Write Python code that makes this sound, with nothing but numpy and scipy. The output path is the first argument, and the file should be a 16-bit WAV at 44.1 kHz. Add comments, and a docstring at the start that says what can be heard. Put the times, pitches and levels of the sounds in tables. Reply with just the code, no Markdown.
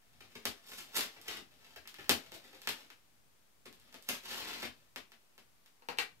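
"""Packing tape is picked at and torn off a hollow cardboard box in a small hard room, in stick-slip motion:
the glue lets go in single snaps and in rasping runs of tiny slips, both ringing through tape, glue, film and box.
At the end a plastic pen drops onto the wooden desk and clatters, as kicks to the damped modes of barrel and desk.
Near surfaces reflect, the walls answer diffusely, and a microphone pair hisses faintly over a low rumble."""
import sys
import numpy as np
from scipy import signal
from scipy.fft import rfft, irfft, next_fast_len
from scipy.io import wavfile
from scipy.ndimage import map_coordinates

SR = 44100
rng = np.random.default_rng(int(sys.argv[2]) if len(sys.argv) > 2 else 0)


def put_to_file(sound):
    """Save the sound as 16-bit audio at rate SR, in the file named by the first command-line argument."""
    columns = np.atleast_2d(sound).T  # one column per channel
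    safe = np.clip(columns, -1, 1)
    whole_steps = np.round(safe * 32767)
    wavfile.write(sys.argv[1], SR, whole_steps.astype(np.int16))


N = 273420  # length in samples


def amp(db):
    """Decibel law: level to amplitude ratio."""
    return 10 ** (np.asarray(db) / 20)


def unit(x):
    """Normalisation to an rms of 1."""
    return x / np.sqrt(np.mean(x ** 2) + 1e-20)


def along(points, hz):
    """Linear interpolation of (f/Hz, value) points on a logarithmic frequency axis."""
    f, value = np.transpose(points)
    return np.interp(np.log(hz + 1), np.log(f + 1), value)


def filtered(x, response):
    """Linear filtering: the spectrum of x times a complex response of frequency."""
    m = next_fast_len(x.shape[-1] + SR // 2)
    spectrum = rfft(x, m) * response(np.fft.rfftfreq(m, 1 / SR))
    return irfft(spectrum, m)[..., :x.shape[-1]]


def modes(table):
    """Modal superposition: impulse response, of energy 1, of damped resonances in alternating sign."""
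    def ring(f):
        total = 0
        for k, (centre, width, db) in enumerate(table):
            damping = 1j * f * width
            total = total + (-1) ** k * amp(db) * damping / (centre ** 2 - f ** 2 + damping)
        return total

    h = filtered(signal.unit_impulse(4096), ring)
    return h / np.linalg.norm(h)


def pulse(spectrum):
    """Minimum phase: the causal pulse of energy 1 with this spectrum, by folding its cepstrum."""
    magnitude = amp(along(spectrum, np.fft.rfftfreq(2048, 1 / SR)))
    cepstrum = irfft(np.log(np.maximum(magnitude, 1e-3)))
    cepstrum[1:1024] *= 2
    cepstrum[1025:] = 0
    h = irfft(np.exp(rfft(cepstrum)))[:1024]
    return h / np.linalg.norm(h)


def blows(s, db):
    """Impulsive excitation: one clean kick at each time."""
    return np.bincount(np.round(s * SR).astype(int), amp(db), N)


# self-noise spectrum: f/Hz, spectral level/dB per Hz
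HISS_SPECTRUM = [(120, -45), (200, -4), (689, -7.5), (1310, -9), (1870, -10), (9480, -15), (11200, -15.5),
                 (13700, -15.5), (16500, -19.5)]
# house rumble spectrum: f/Hz, spectral level/dB per Hz
RUMBLE_SPECTRUM = [(15, -18), (40, 4.5), (70, -1.5), (120, 1.5), (200, -6), (300, -14.5), (600, -57)]
HISS_DB, RUMBLE_DB = -70.5, -74.5  # before the ports' imbalance and the recorder's filter


def hiss():
    """Incoherent noise: unrelated self-noise of the two ports over a faint, unsteady house rumble."""
    def noise(spectrum):
        white = rng.standard_normal((2, N))
        return unit(filtered(white, lambda hz: amp(along(spectrum, hz))))

    drift = map_coordinates(rng.standard_normal(40), [np.arange(N) * 5 / SR])  # 5 random points a second
    both = amp(HISS_DB) * noise(HISS_SPECTRUM) + amp(RUMBLE_DB + 3.5 * drift) * noise(RUMBLE_SPECTRUM)
    return both * amp([[1.7], [-1.7]])  # the left port is the noisier


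# coherence of the room answer: f/Hz, left-right likeness
LIKENESS = [(60, 0.89), (300, 0.71), (700, 0.27), (1500, 0.029), (15000, 0.059)]
# decay time of the room: f/Hz, t60/s
WALL_DECAY = [(100, 0.23), (400, 0.23), (2500, 0.22), (8000, .2), (15000, 0.18)]


def room(x):
    """Diffuse-field reverberation, with a new random tail for every fifth of a second."""
    out, hop = np.zeros((2, N + 2 * SR)), SR // 5
    for at in range(0, N, hop):
        hz, t, z = signal.stft(rng.standard_normal((2, SR // 3)), SR, nperseg=256)
        decay = amp(-60 * t / along(WALL_DECAY, hz)[:, None])
        # weights of sum and difference that give the two sides their likeness
        angle = np.arccos(np.clip(along(LIKENESS, hz), -1, 1)) / 2
        z = z * decay * np.array([np.cos(angle), np.sin(angle)])[..., None]
        mid, side = signal.istft(z, SR, nperseg=256)[1]
        build_up = 1 - np.exp(-np.arange(len(mid)) / (.009 * SR))
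        tail = np.array([mid + side, mid - side]) * build_up
        wet = signal.fftconvolve(x[None, at:at + hop], tail / np.linalg.norm(tail[0]), axes=1)
        out[:, at:at + wet.shape[1]] += wet
    return out[:, :N]


# echoes from desk, wall and door: delay t/s, level/dB
REFLECTIONS = [(.0022, -4), (.0045, -5), (.0056, -5), (.0075, -10), (.0112, -11), (.0158, -10)]


def early(x):
    """Specular reflection: delayed copies from near surfaces, duller than the direct sound."""
    def copies(hz):
        total = sum(amp(db) * np.exp(-2j * np.pi * hz * s) for s, db in REFLECTIONS)
        return total / (1 + 1j * hz / 9000)

    return filtered(x, copies)


# colour of the left port over the right: f/Hz, level/dB
PORT_COLOUR = [(60, 13.5), (130, 11), (290, 7), (640, 9), (1410, 3), (3100, 8), (6820, 0), (15000, -9.5)]


def ports(x, lag_s):
    """Level and time difference of a pair: each port has its colour, the left hears lag_s later."""
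    side = np.array([[1], [-1]]) / 2

    def response(hz):
        delay = np.exp(-2j * np.pi * hz * lag_s * (side + .5))
        return amp(side * along(PORT_COLOUR, hz)) * delay

    return filtered(x, response)


# treble spectrum of crinkling film: f/Hz, spectral level/dB per Hz
CRINKLE = [(4000, -37.5), (6800, 1), (8300, 2), (10300, 0), (12300, 3), (15100, -3.5), (16500, -17)]


def treble_tick():
    """Broadband transient: the crinkle of the film, which also serves as the tick of the pen."""
    return pulse(CRINKLE)


# contacts of pen and desk: t/s, level/dB, desk knock level/dB (relative)
PEN_CONTACTS = [(5.822, -45.5, 2.5), (5.8869, -20.5, 0.5), (5.9734, -34.5, -14), (5.986, -10, -11),
                (5.9886, -18.5, -8.5)]
# modes of the pen barrel: f/Hz, width/Hz, level/dB
BARREL_MODES = [(1240, 380, -3.5), (1970, 660, 2), (2360, 170, 7), (2800, 350, 2), (4200, 830, 0),
                (5570, 2400, -11.5)]
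# modes of the desk top: f/Hz, width/Hz, level/dB
DESK_MODES = [(248, 180, -6.5), (475, 69, 2), (900, 180, 3)]
PEN_TICK_DB = -13.5  # relative to the barrel


def pen():
    """Modal excitation by impact: the light barrel clacks and knocks the desk."""
    s, db, knock_db = np.transpose(PEN_CONTACTS)
    clack = signal.fftconvolve(blows(s, db), modes(BARREL_MODES))[:N]
    knock = signal.fftconvolve(blows(s, db + knock_db), modes(DESK_MODES))[:N]
    tick = signal.fftconvolve(blows(s, db + PEN_TICK_DB), treble_tick())[:N]
    return clack + knock + tick


def slips(per_s, spread_db):
    """Stick-slip as shot noise: random releases of unequal size that come in clumps, rms 1."""
    size = amp(spread_db * rng.standard_normal(N)) * rng.choice([-1, 1], N)
    clumps = map_coordinates(rng.standard_normal(N // 350 + 4), [np.arange(N) / 350])
    return unit(size * amp(3 * clumps) * (rng.random(N) < per_s / SR))


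# glue line over the tape, at brightness 0: in snaps and short rips, and in sustained runs
SHORT_RASP_DB, RUN_RASP_DB = 3, 4
RASP_FOLLOWS = .6  # share of the brightness that the glue line follows


def shares(db, bright, box, rasp_db):
    """Division of the excitation: levels that drive tape, glue line, box and film."""
    return np.array([db, db + rasp_db + RASP_FOLLOWS * bright, db + box, db + bright])


def over_time(rows):
    """Piecewise linear contours of the columns, at -140 dB outside their times."""
    s, *columns = np.transpose(rows)
    return [np.interp(np.arange(N) / SR, s, c, -140, -140) for c in columns]


# fingers rustling on tape and box: t/s, level/dB
RUSTLE_LEVEL = [(0, -91.5), (.26, -78.5), (.61, -77), (.89, -75.5), (1.2, -74.5), (1.45, -83.5), (1.7, -76),
                (1.87, -83), (2.05, -70.5), (2.3, -75), (2.64, -72.5), (2.79, -69), (2.97, -90.5),
                (3.55, -112), (3.8, -79.5), (4.04, -81.5), (4.77, -84), (4.95, -95.5), (5.75, -98)]
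RUSTLE_BRIGHT_DB, RUSTLE_BOX_DB = -5.5, -4


def rustle(grain):
    """Sliding friction: fingers rub tape and box, as slips under a slow level contour."""
    return grain * amp(shares(*over_time(RUSTLE_LEVEL), RUSTLE_BRIGHT_DB, RUSTLE_BOX_DB, RUN_RASP_DB))


# a few millimetres of glue at once: t/s, level/dB, brightness/dB, box knock/dB (both relative), length/ms
SHORT_RIPS = [(0.204, -62, -9, -2.5, 9), (0.3521, -53.5, -6, 1.5, 9.7), (0.7834, -52, -3, -11, 10.8),
              (0.954, -46.5, 1, -10, 10), (0.964, -40, 6.5, -16, 9), (1.164, -58.5, -22, 2.5, 6.1),
              (1.277, -45.5, -7.5, -7, 14), (1.3865, -71, -27, 9, 8.6), (1.7592, -51.5, -11, -4, 7.1),
              (1.9825, -53, -16, 2.5, 8.2), (1.9934, -48, -15, -12, 6.4), (2.337, -68, 4, 2.5, 12),
              (3.653, -57, -8.5, -3.5, 12.3), (3.946, -60, -11, 1.5, 6.6), (4.0843, -42.5, -0.5, -7.5, 9.5)]


def rips(grain):
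    """Transient stick-slip: bursts of slips that rise at once and die within hundredths of a second."""
    s, *levels, length_ms = np.transpose(SHORT_RIPS)
    ms, swell = np.arange(SR // 5) * 1000 / SR, np.zeros((4, N + SR))
    for at, level, length in zip(s, shares(*levels, SHORT_RASP_DB).T, length_ms):
        envelope = (1 - np.exp(-ms / 1.5)) * np.exp(-(ms / length) ** 2)
        swell[:, round(at * SR):][:, :len(ms)] += amp(level)[:, None] * envelope
    return grain * swell[:, :N]


# short pulls on the tape: start t/s, length/s, level/dB, brightness/dB (relative)
SHORT_PULLS = [(0.674, 0.16, -76, 7), (0.946, 0.094, -59, -4.5), (1.275, 0.094, -63, -7),
               (4.093, 0.055, -57.5, -2)]
PULL_ATTACK_S, PULL_RELEASE_S, PULL_BOX_DB = 0.024, 0.041, -7.5  # the level moves 20 dB in each time


def pulls(grain):
    """Sustained stick-slip: runs of slips with exponential attack, hold and release."""
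    t, gain = np.arange(N) / SR, 0
    for start, length, db, bright in SHORT_PULLS:
        attack = np.clip((start - t) / PULL_ATTACK_S, 0, 9)
        release = np.clip((t - start - length) / PULL_RELEASE_S, 0, 9)
        gain = gain + amp(shares(db - 20 * (attack + release), bright, PULL_BOX_DB, RUN_RASP_DB))
    return grain * gain


# the long peel: t/s, level/dB, brightness/dB (relative)
LONG_PEEL = [(4.225, -77, -4), (4.26, -60.5, -3.5), (4.33, -54.5, -3.5), (4.4, -57.5, -7.5),
             (4.475, -56, -7.5), (4.529, -57, -10.5), (4.567, -62, -5.5), (4.655, -58, -8), (4.7, -101, -4)]
PEEL_BOX_DB = -6.5


def peel(grain):
    """Continuous stick-slip: one long run of slips whose level and brightness wander."""
    return grain * amp(shares(*over_time(LONG_PEEL), PEEL_BOX_DB, RUN_RASP_DB))


# glue releases and fingernail picks: t/s, level/dB, brightness/dB, box knock/dB (last two relative)
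SINGLE_SNAPS = [(0.4544, -17.5, -1.5, -4.5), (0.7187, -32, -11, -8), (0.968, -33, 4, 0),
                (0.9827, -25, 3, 2), (1.0084, -20.5, -1, -23), (1.0205, -43, -15, -18),
                (1.215, -49, 10.5, -15), (1.856, -37.5, -27, -11), (1.875, -34.5, 0, -14),
                (1.9427, -35, -6.5, -19), (2.0435, -37, -11, -23), (2.0942, -9, -0.5, -1.5),
                (2.3197, -35, -4, 0), (2.5318, -40, -17, -2.5), (2.618, -39.5, 1, -11),
                (2.6735, -15, -9.5, -11), (2.69, -23, 0.5, -13), (2.9027, -34.5, -10.5, -12),
                (3.665, -38, -7, -8), (3.7275, -45.5, 1, -1), (3.799, -56, 7, -8), (3.927, -45, -1, -4),
                (3.943, -35, -6, -4), (4.025, -51.5, 10.5, -10), (4.629, -22.5, -21, -1.5),
                (4.9604, -24, -9.5, -8), (5.1192, -39, -9, -9), (5.3795, -40.5, -5.5, -3.5),
                (5.6607, -47, -2.5, -20)]


def snaps():
    """Impulsive release: each snap of the glue or pick of a fingernail is one kick."""
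    s, *levels = np.transpose(SINGLE_SNAPS)
    return np.array([blows(s, db) for db in shares(*levels, SHORT_RASP_DB)])


# tape under tension: f/Hz, spectral level/dB per Hz
TAPE_TWANG = [(500, -24), (1000, -2), (1600, 1), (2100, 1.5), (2600, 0.5), (3100, -6.5), (4200, -32),
              (7000, -63.5)]
# glue line: f/Hz, spectral level/dB per Hz
GLUE_RASP = [(1900, -37), (3000, -5.5), (3700, -1.5), (5200, -4), (6300, -10.5), (8500, -32.5),
             (15000, -76)]
# modes of the hollow box: f/Hz, width/Hz, level/dB
BOX_MODES = [(69.4, 26.3, -7), (110, 40, -7), (231, 48, 2), (324, 120, -0.5), (409, 98, 1), (564, 205, -4),
             (828, 184, -6.5)]


def tape():
    """Source-filter principle: snaps and slips heard through the tape, its glue line, the box and the film."""
    grain = slips(per_s=2200, spread_db=5)
    drives = rustle(grain) + rips(grain) + pulls(grain) + peel(grain) - snaps()  # snaps kick downward
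    bodies = [pulse(TAPE_TWANG), pulse(GLUE_RASP), modes(BOX_MODES), treble_tick()]
    return sum(signal.oaconvolve(drive, body)[:N] for drive, body in zip(drives, bodies))


def scene():
    """Superposition of direct sound, early reflections, diffuse room and noise."""
    box, drop = tape(), pen()
    facing = amp([[0], [5.5]])  # the right port looks at the box
    direct_box = ports(box, lag_s=.00015) * facing  # the box is nearer to the right port
    box_echoes = ports(early(box), lag_s=.0001)
    pen_near = ports(amp(3.5) * drop + early(drop), lag_s=.00034)
    diffuse = amp(5) * ports(room(box + drop), lag_s=0)
    return direct_box + box_echoes + pen_near + diffuse + hiss()


TOP_HZ = 15750  # band limit
OFFSET = .00033  # standing offset of the converter, full scale 1


def record(dry):
    """Band limitation: the deepest bass is thinned, all above the limit removed, a small offset added."""
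    def band(hz):
        return (hz < TOP_HZ) * (1j * hz / (45 + 1j * hz)) ** 2

    return filtered(dry, band) + OFFSET


dry = scene()
out = record(dry)
put_to_file(out)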